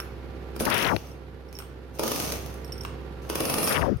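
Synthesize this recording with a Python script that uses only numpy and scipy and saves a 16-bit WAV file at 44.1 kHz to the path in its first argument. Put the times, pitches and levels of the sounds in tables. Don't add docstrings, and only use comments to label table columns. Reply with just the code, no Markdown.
import sys
import numpy as np
from scipy import signal
from scipy.fft import rfft, irfft
from scipy.io import wavfile
from scipy.ndimage import uniform_filter1d, minimum_filter1d, map_coordinates

SR = 44100
rng = np.random.default_rng(int(sys.argv[2]) if len(sys.argv) > 2 else 0)


def unload_wav(signal):
    wavfile.write(
        sys.argv[1],
        SR,
        np.round(np.clip(np.atleast_2d(signal).T, -1, 1) * 32767).astype(np.int16),
    )


N = 176400
T = np.arange(N) / SR


def amp(db):
    return 10 ** (np.asarray(db) / 20)


def sides(left_db, right_db):
    return amp([[left_db], [right_db]])


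def unit(x):
    return x / np.sqrt(np.mean(x ** 2) + 1e-20)


def read(points, hz):
    f, value = np.transpose(points)
    return np.interp(np.log(hz + 1), np.log(f + 1), value)


def fader(rows, column=1):
    rows = np.array(rows)
    return amp(np.interp(T, rows[:, 0], rows[:, column], left=-120, right=-120))


def add(mix, start_s, sound):
    part = mix[..., max(round(start_s * SR), 0):][..., :sound.shape[-1]]
    part += sound[..., :part.shape[-1]]


# freq_hz, correlation
STEREO_LIKENESS = [(50, 1), (250, 0.45), (700, 0.3), (2000, 0.083), (8000, .1)]

def pair(spectra, hz):
    left, other = spectra
    alike = read(STEREO_LIKENESS, hz)
    return np.array([left, alike * left + np.sqrt(1 - alike ** 2) * other])


def noise(colour):
    hz = np.fft.rfftfreq(N, 1 / SR)
    shape = amp(read(colour, hz)) * np.minimum(hz / colour[0][0], 1) ** 2
    white = rfft(rng.standard_normal((2, N)))
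    return unit(irfft(pair(white, hz) * shape, N))


def wander(hz):
    rolloff = 1 + (np.fft.rfftfreq(N, 1 / SR) / hz) ** 4
    return unit(irfft(rfft(rng.standard_normal(N)) / rolloff, N))


# cycle_multiple, relative_db
HUM_ORDERS = [(1, -40), (2, -38), (3, -28.5), (4, 2.5), (5, -18.5), (6, -16.5), (7, -18.5), (8, -18),
              (9, -8.5), (10, -18.5), (11, -25), (12, -14.5), (13, -26), (14, -29), (15, -13.5),
              (16, -17.5), (17, -23.5), (18, -19), (19, -26.5), (20, -15), (21, -11), (22, -19.5),
              (23, -21.5), (24, -9.5), (25, -20), (26, -19), (27, -22.5), (28, -11), (29, -21), (30, -24),
              (31, -26), (32, -11.5), (33, -23.5), (34, -30.5)]
WHINE_ORDERS = [(48, -20), (60, -24), (72, -21.5), (84, -22)]
# freq_hz, gain_db
CLATTER_EQ = [(59, -26), (100, 2.5), (215, -8.5), (244, -6), (452, -7), (481, -9.5), (524, -9.5),
              (634, -13), (768, -12), (1250, -19.5), (1390, -16.5), (4670, -31), (7940, -44.5),
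              (12900, -40), (16000, -53.5)]
# time_s, gain_db
ENGINE_FADER = [(0, 0), (.62, 2.1), (.7, -13.1), (.93, -20), (1.02, -2.5), (1.5, -3), (1.98, -2.5),
                (2.06, -7.5), (2.2, -4.5), (2.32, 1.9), (2.8, 1.96), (3.33, 1.1), (3.48, -8), (3.75, -19),
                (3.9, -17), (4, -2)]

def engine(cycle_hz=16.3):
    speed_hz = cycle_hz * (1 + .003 * wander(3.5))
    turn = 2 * np.pi * np.cumsum(speed_hz) / SR
    hum = np.zeros((2, N))
    for order, db in HUM_ORDERS + WHINE_ORDERS:
        phase = order * turn + 2 * np.pi * rng.random()
        stereo_spread = .27 * min(order / 10, 1) * rng.standard_normal((2, 1))
        hum += amp(db) * np.cos(phase + stereo_spread)
    pulse = np.cos(4 * turn) + np.cos(turn)
    clatter = unit(noise(CLATTER_EQ) * np.exp(.1 * pulse))
    return fader(ENGINE_FADER) * (sides(-42.5, -38.5) * unit(hum) + sides(-47.5, -43.07) * clatter)


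# pitch_hz, relative_db, t60_s
CHISEL_LOW_MODES = [(3030, -13, 0.043), (5450, 4.5, 0.045), (5546, 4.5, 0.025)]
CHISEL_HIGH_MODES = [(8600, -9, 0.24), (9250, -16, .15), (12430, 1, 0.061), (12500, -11, .06)]

def chisel_ring(modes, rub_hz=160, rub_radians=.9, rise_s=.00089):
    t = T[:SR // 4]
    ring = np.zeros((2, len(t)))
    for hz, db, t60 in modes:
        rub = np.interp(t * rub_hz, np.arange(200), rng.standard_normal(200))
        phase = 2 * np.pi * (hz * t + rng.random((2, 1))) + rub_radians * rub
        ring += amp(db - 60 * t / t60) * np.sin(phase)
    return ring * np.minimum(t / rise_s, 1)


# start_s, low_ring_db, high_ring_db, tick_db
CLINK_HITS = [(.002, -35.5, -39, -25.5), (1.070, -51, -52, -60), (1.115, -51, -59, -58),
              (1.488, -55, -66, -49), (1.528, -51, -58, -31), (1.552, -41.5, -48, -47),
              (1.566, -43, -59, -58), (1.5881, -37, -39, -25.5), (2.646, -43, -43.5, -40),
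              (2.678, -50, -53, -59.5), (2.7218, -29.5, -40, -30), (2.78, -43, -45, -40),
              (2.809, -35, -41, -41), (2.836, -43, -45, -33.5), (2.861, -55, -55, -35),
              (3.641, -28.5, -18, -36), (3.679, -29, -28, -36), (3.692, -33, -25, -40),
              (3.972, -62, -56, -43)]
# start_s, level_db
CHUNK_HITS = [(.001, -27.5), (1.590, -38), (1.602, -37), (1.622, -39), (2.850, -26.5)]
# freq_hz, gain_db
STONE_EQ = [(300, -12), (850, -8.5), (1100, -3), (1500, -2.5), (1850, -16), (2150, -12), (2600, -8.5),
            (3600, -17.5), (9000, -31)]
CRACK_EQ = [(500, -23.5), (1500, -0.5), (2800, 2.5), (4000, -3.5), (5600, 3), (7700, -11.5), (9800, 2.5),
            (12500, -2.5), (16000, -4.5)]

def chisel_and_chunks(tick_decay_s=.00067, knock_decay_s=.0035):
    t = T[:SR // 20]
    steel, tick, knock = np.zeros((2, N)), np.zeros(N), np.zeros(N)
    for start_s, low_db, high_db, tick_db in CLINK_HITS:
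        add(steel, start_s, amp(low_db) * chisel_ring(CHISEL_LOW_MODES))
        add(steel, start_s, amp(high_db) * chisel_ring(CHISEL_HIGH_MODES))
        add(tick, start_s, amp(tick_db) * np.exp(-t / tick_decay_s))
    for start_s, db in CHUNK_HITS:
        add(knock, start_s, amp(db) * np.exp(-t / knock_decay_s))
    ticks, stone = tick * noise(CRACK_EQ), knock * noise(STONE_EQ)
    echo = drum_echo(.22 * steel + stone + 1.43 * ticks)
    return (steel + ticks) * sides(-4.5, 0) + stone + amp(-6.5) * echo


# freq_hz, t60_s
DRUM_DECAY = [(100, .5), (500, 0.55), (2000, 0.64), (6000, 0.51), (10000, 0.24), (16000, 0.38)]

def drum_echo(send, build_s=.0045):
    hz, t, bands = signal.stft(rng.standard_normal((2, SR)), SR, nperseg=256)
    bands = pair(bands, hz[:, None]) * amp(-60 * t / read(DRUM_DECAY, hz)[:, None])
    tail = signal.istft(bands, SR, nperseg=256)[1][:, :SR]
    tail *= 1 - np.exp(-T[:SR] / build_s)
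    mono = send.mean(0)[None] * np.sqrt(2)
    return signal.fftconvolve(mono, tail / np.linalg.norm(tail[0]), axes=1)[:, :N]


# start_s, crack_db, thud_db
BLOW_HITS = [(0.562, -30, -20), (.599, -19, -24), (.606, -24.5, -9.5), (0.652, -14, -17),
             (0.699, -15.5, -44), (0.742, -14, -13.5), (0.778, -16.5, -36), (0.825, -18, -19),
             (0.873, -23.5, -48), (0.962, -30, -40), (1.993, -16, -9.5), (2.034, -14, -8.5),
             (2.077, -16.5, -23), (2.116, -15, -13), (2.159, -18.5, -25), (2.199, -16.5, -17),
             (2.247, -21.5, -33), (2.320, -18, -29), (2.460, -29.5, -33), (2.54, -36, -48),
             (3.298, -17, -13.5), (3.354, -13.5, -13), (3.403, -13.5, -9.5), (3.452, -15, -21),
             (3.497, -11.5, -10), (3.539, -13.5, -13), (3.582, -12.5, -12.5), (3.629, -14.5, -12),
             (3.673, -9, -8.5), (3.726, -17, -14), (3.812, -42, -42)]
# freq_hz, gain_db
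THUD_EQ = [(50, -22.5), (150, -4), (300, 3.5), (550, 2), (850, -5), (1250, -2), (1900, -30), (2800, -19),
           (5000, -31.5)]

def hammer(rise_s=.0016, crack_decay_s=.0039, thud_decay_s=.0033, spit_s=.0061):
    t, crack, thud = T[:SR // 10], np.zeros(N), np.zeros(N)
    rise = np.minimum(t / rise_s, 1)
    after_peak = np.maximum(t - rise_s, 0)
    for start_s, crack_db, thud_db in BLOW_HITS:
        add(crack, start_s - spit_s, amp(crack_db - 10.5) * rise * np.exp(-t / spit_s))
        add(crack, start_s, amp(crack_db) * rise * np.exp(-after_peak / crack_decay_s))
        add(thud, start_s, amp(thud_db) * rise * np.exp(-after_peak / thud_decay_s))
    blows = crack * noise(CRACK_EQ) + thud * noise(THUD_EQ)
    return blows * sides(-9, -8) + amp(-11.5) * drum_echo(blows)


# time_s, roar_db, hiss_db
BURST_FADERS = [
    [(.595, -62, -48), (.62, -34, -41), (.68, -41, -64), (.73, -43.5, -49), (.82, -38.5, -38),
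     (.9, -37.5, -46.5), (.98, -47, -56), (1.1, -51, -59), (1.2, -59, -76)],
    [(1.92, -80, -83), (1.95, -58, -55), (1.99, -43, -56), (2.03, -50, -53), (2.07, -38.5, -37.5),
     (2.2, -34, -35), (2.3, -34.5, -37), (2.4, -41, -46.5), (2.52, -49, -55), (2.65, -65, -65)],
    [(3.22, -51, -59.5), (3.3, -47.5, -59), (3.37, -36.5, -54), (3.48, -31.5, -59), (3.6, -32.5, -60),
     (3.72, -33, -40), (3.79, -36.5, -51), (3.87, -57, -61), (3.97, -70, -73)],
]
# time_s, level_db
JET_FADER = [(.59, -62), (.605, -29.5), (.68, -53), (.72, -41), (.81, -40), (.9, -55), (1.0, -82),
             (3.25, -86), (3.35, -50), (3.45, -35.5), (3.58, -32.5), (3.64, -30), (3.72, -30.5),
             (3.78, -40.5), (3.88, -60)]
# freq_hz, gain_db
ROAR_EQ = [(47, -38), (80, -4), (147, 0.5), (184, -5), (246, 1.5), (407, -9), (444, -2), (537, 0),
           (983, -11.5), (1250, -8), (1680, -22.5), (2000, -20.5), (2680, -13), (3240, -24), (5000, -23),
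           (6500, -49.5), (11000, -120)]
HISS_EQ = [(1500, -17.5), (2800, -3), (4200, -3.5), (5300, -0.5), (6300, 5.5), (7100, -7.5), (7900, -10),
           (8800, 1), (9900, -6), (11200, -4.5), (12400, 1), (14000, -4.5), (16000, -8.5)]
JET_EQ = [(7500, -27.5), (8900, -7.5), (9500, -3.5), (9800, 3.5), (10300, -3.5), (11400, -7), (12800, -6.5),
          (15000, -22.5)]

def roar_and_exhaust(grit_hz=250, grit_db=1.8):
    roar = sum(fader(burst, column=1) for burst in BURST_FADERS) * noise(ROAR_EQ)
    hiss = sum(fader(burst, column=2) for burst in BURST_FADERS) * noise(HISS_EQ)
    grit = amp(grit_db * wander(grit_hz))
    jet = fader(JET_FADER) * noise(JET_EQ) * sides(0, -6)
    return (roar + hiss) * grit + jet


# time_s, level_db
BUFFET_FADER = [(.64, -70), (.68, -45), (.96, -28), (1.0, -57), (3.7, -72), (3.76, -34), (3.812, -21.5),
                (3.86, -24.5), (3.95, -34.5), (3.99, -64)]
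# freq_hz, gain_db
BUFFET_EQ = [(40, -30), (65, 2), (140, -6), (400, -25), (1500, -25), (6000, -68)]

def buffet():
    return 1.4 * fader(BUFFET_FADER) * np.tanh(noise(BUFFET_EQ)[0])


# time_s, base_rate_hz, level_db
GUST_SWEEPS = [
    [(.66, 1499, -51), (.665, 1695, -17), (.688, 800.5, -20), (.696, 1409, -27.5), (.72, 2391, -16.5),
     (.80, 2306, -23.5), (.86, 1901, -19), (.88, 2206, -19.5), (.91, 1198, -20), (.935, 803, -12),
     (.961, 351, -27), (.965, 2670, -18), (.968, 2440, -24), (.970, 200, -21), (.985, 99, -38)],
    [(3.69, 1593, -38), (3.715, 1904, -19.5), (3.74, 1896, -28), (3.767, 2208, -17), (3.806, 598.4, -28),
     (3.817, 2220, -26.5), (3.833, 1100, -15), (3.845, 486, -18.5), (3.856, 858, -24.5), (3.90, 478.4, -19),
     (3.935, 299.5, -19), (3.955, 151, -10.5), (3.975, 101, -37)],
]

def flutter(gust, swirl_per_cycle=.55, eddies_per_cycle=3, swirl_limit=2.2, low_cut_hz=94):
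    times, rates, _ = np.transpose(gust)
    base_hz = np.exp(np.interp(T, times, np.log(rates)))
    cycles = np.cumsum(base_hz) / SR
    swirl, eddies = (map_coordinates(rng.standard_normal(N), [cycles * rate], order=3, mode="wrap")
                     for rate in (swirl_per_cycle, eddies_per_cycle))
    swing_hz = base_hz * (.25 + swirl_limit * np.tanh(swirl / swirl_limit))
    flow = np.sin(2 * np.pi * np.cumsum(swing_hz) / SR) + .44 * eddies
    low_cut = signal.butter(2, low_cut_hz, "highpass", fs=SR, output="sos")
    return signal.sosfilt(low_cut, fader(gust, column=2) * unit(flow))


def scene():
    mix = hammer() + roar_and_exhaust() + chisel_and_chunks()
    mix[0] += sum(flutter(gust) for gust in GUST_SWEEPS) + buffet()
    return mix + engine()


def record(dry, ceiling_db=-14, window_s=.0011, high_cut_hz=16050):
    size = round(window_s * SR)
    needed_gain = np.minimum(amp(ceiling_db) / (abs(dry) + 1e-9), 1)
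    held_gain = minimum_filter1d(needed_gain, size, axis=1)
    limited = dry * uniform_filter1d(held_gain, size, axis=1)
    high_cut = signal.firwin(511, high_cut_hz, window=("kaiser", 9), fs=SR)
    return signal.oaconvolve(limited, high_cut[None], "same")


dry = scene()
out = record(dry)
unload_wav(out)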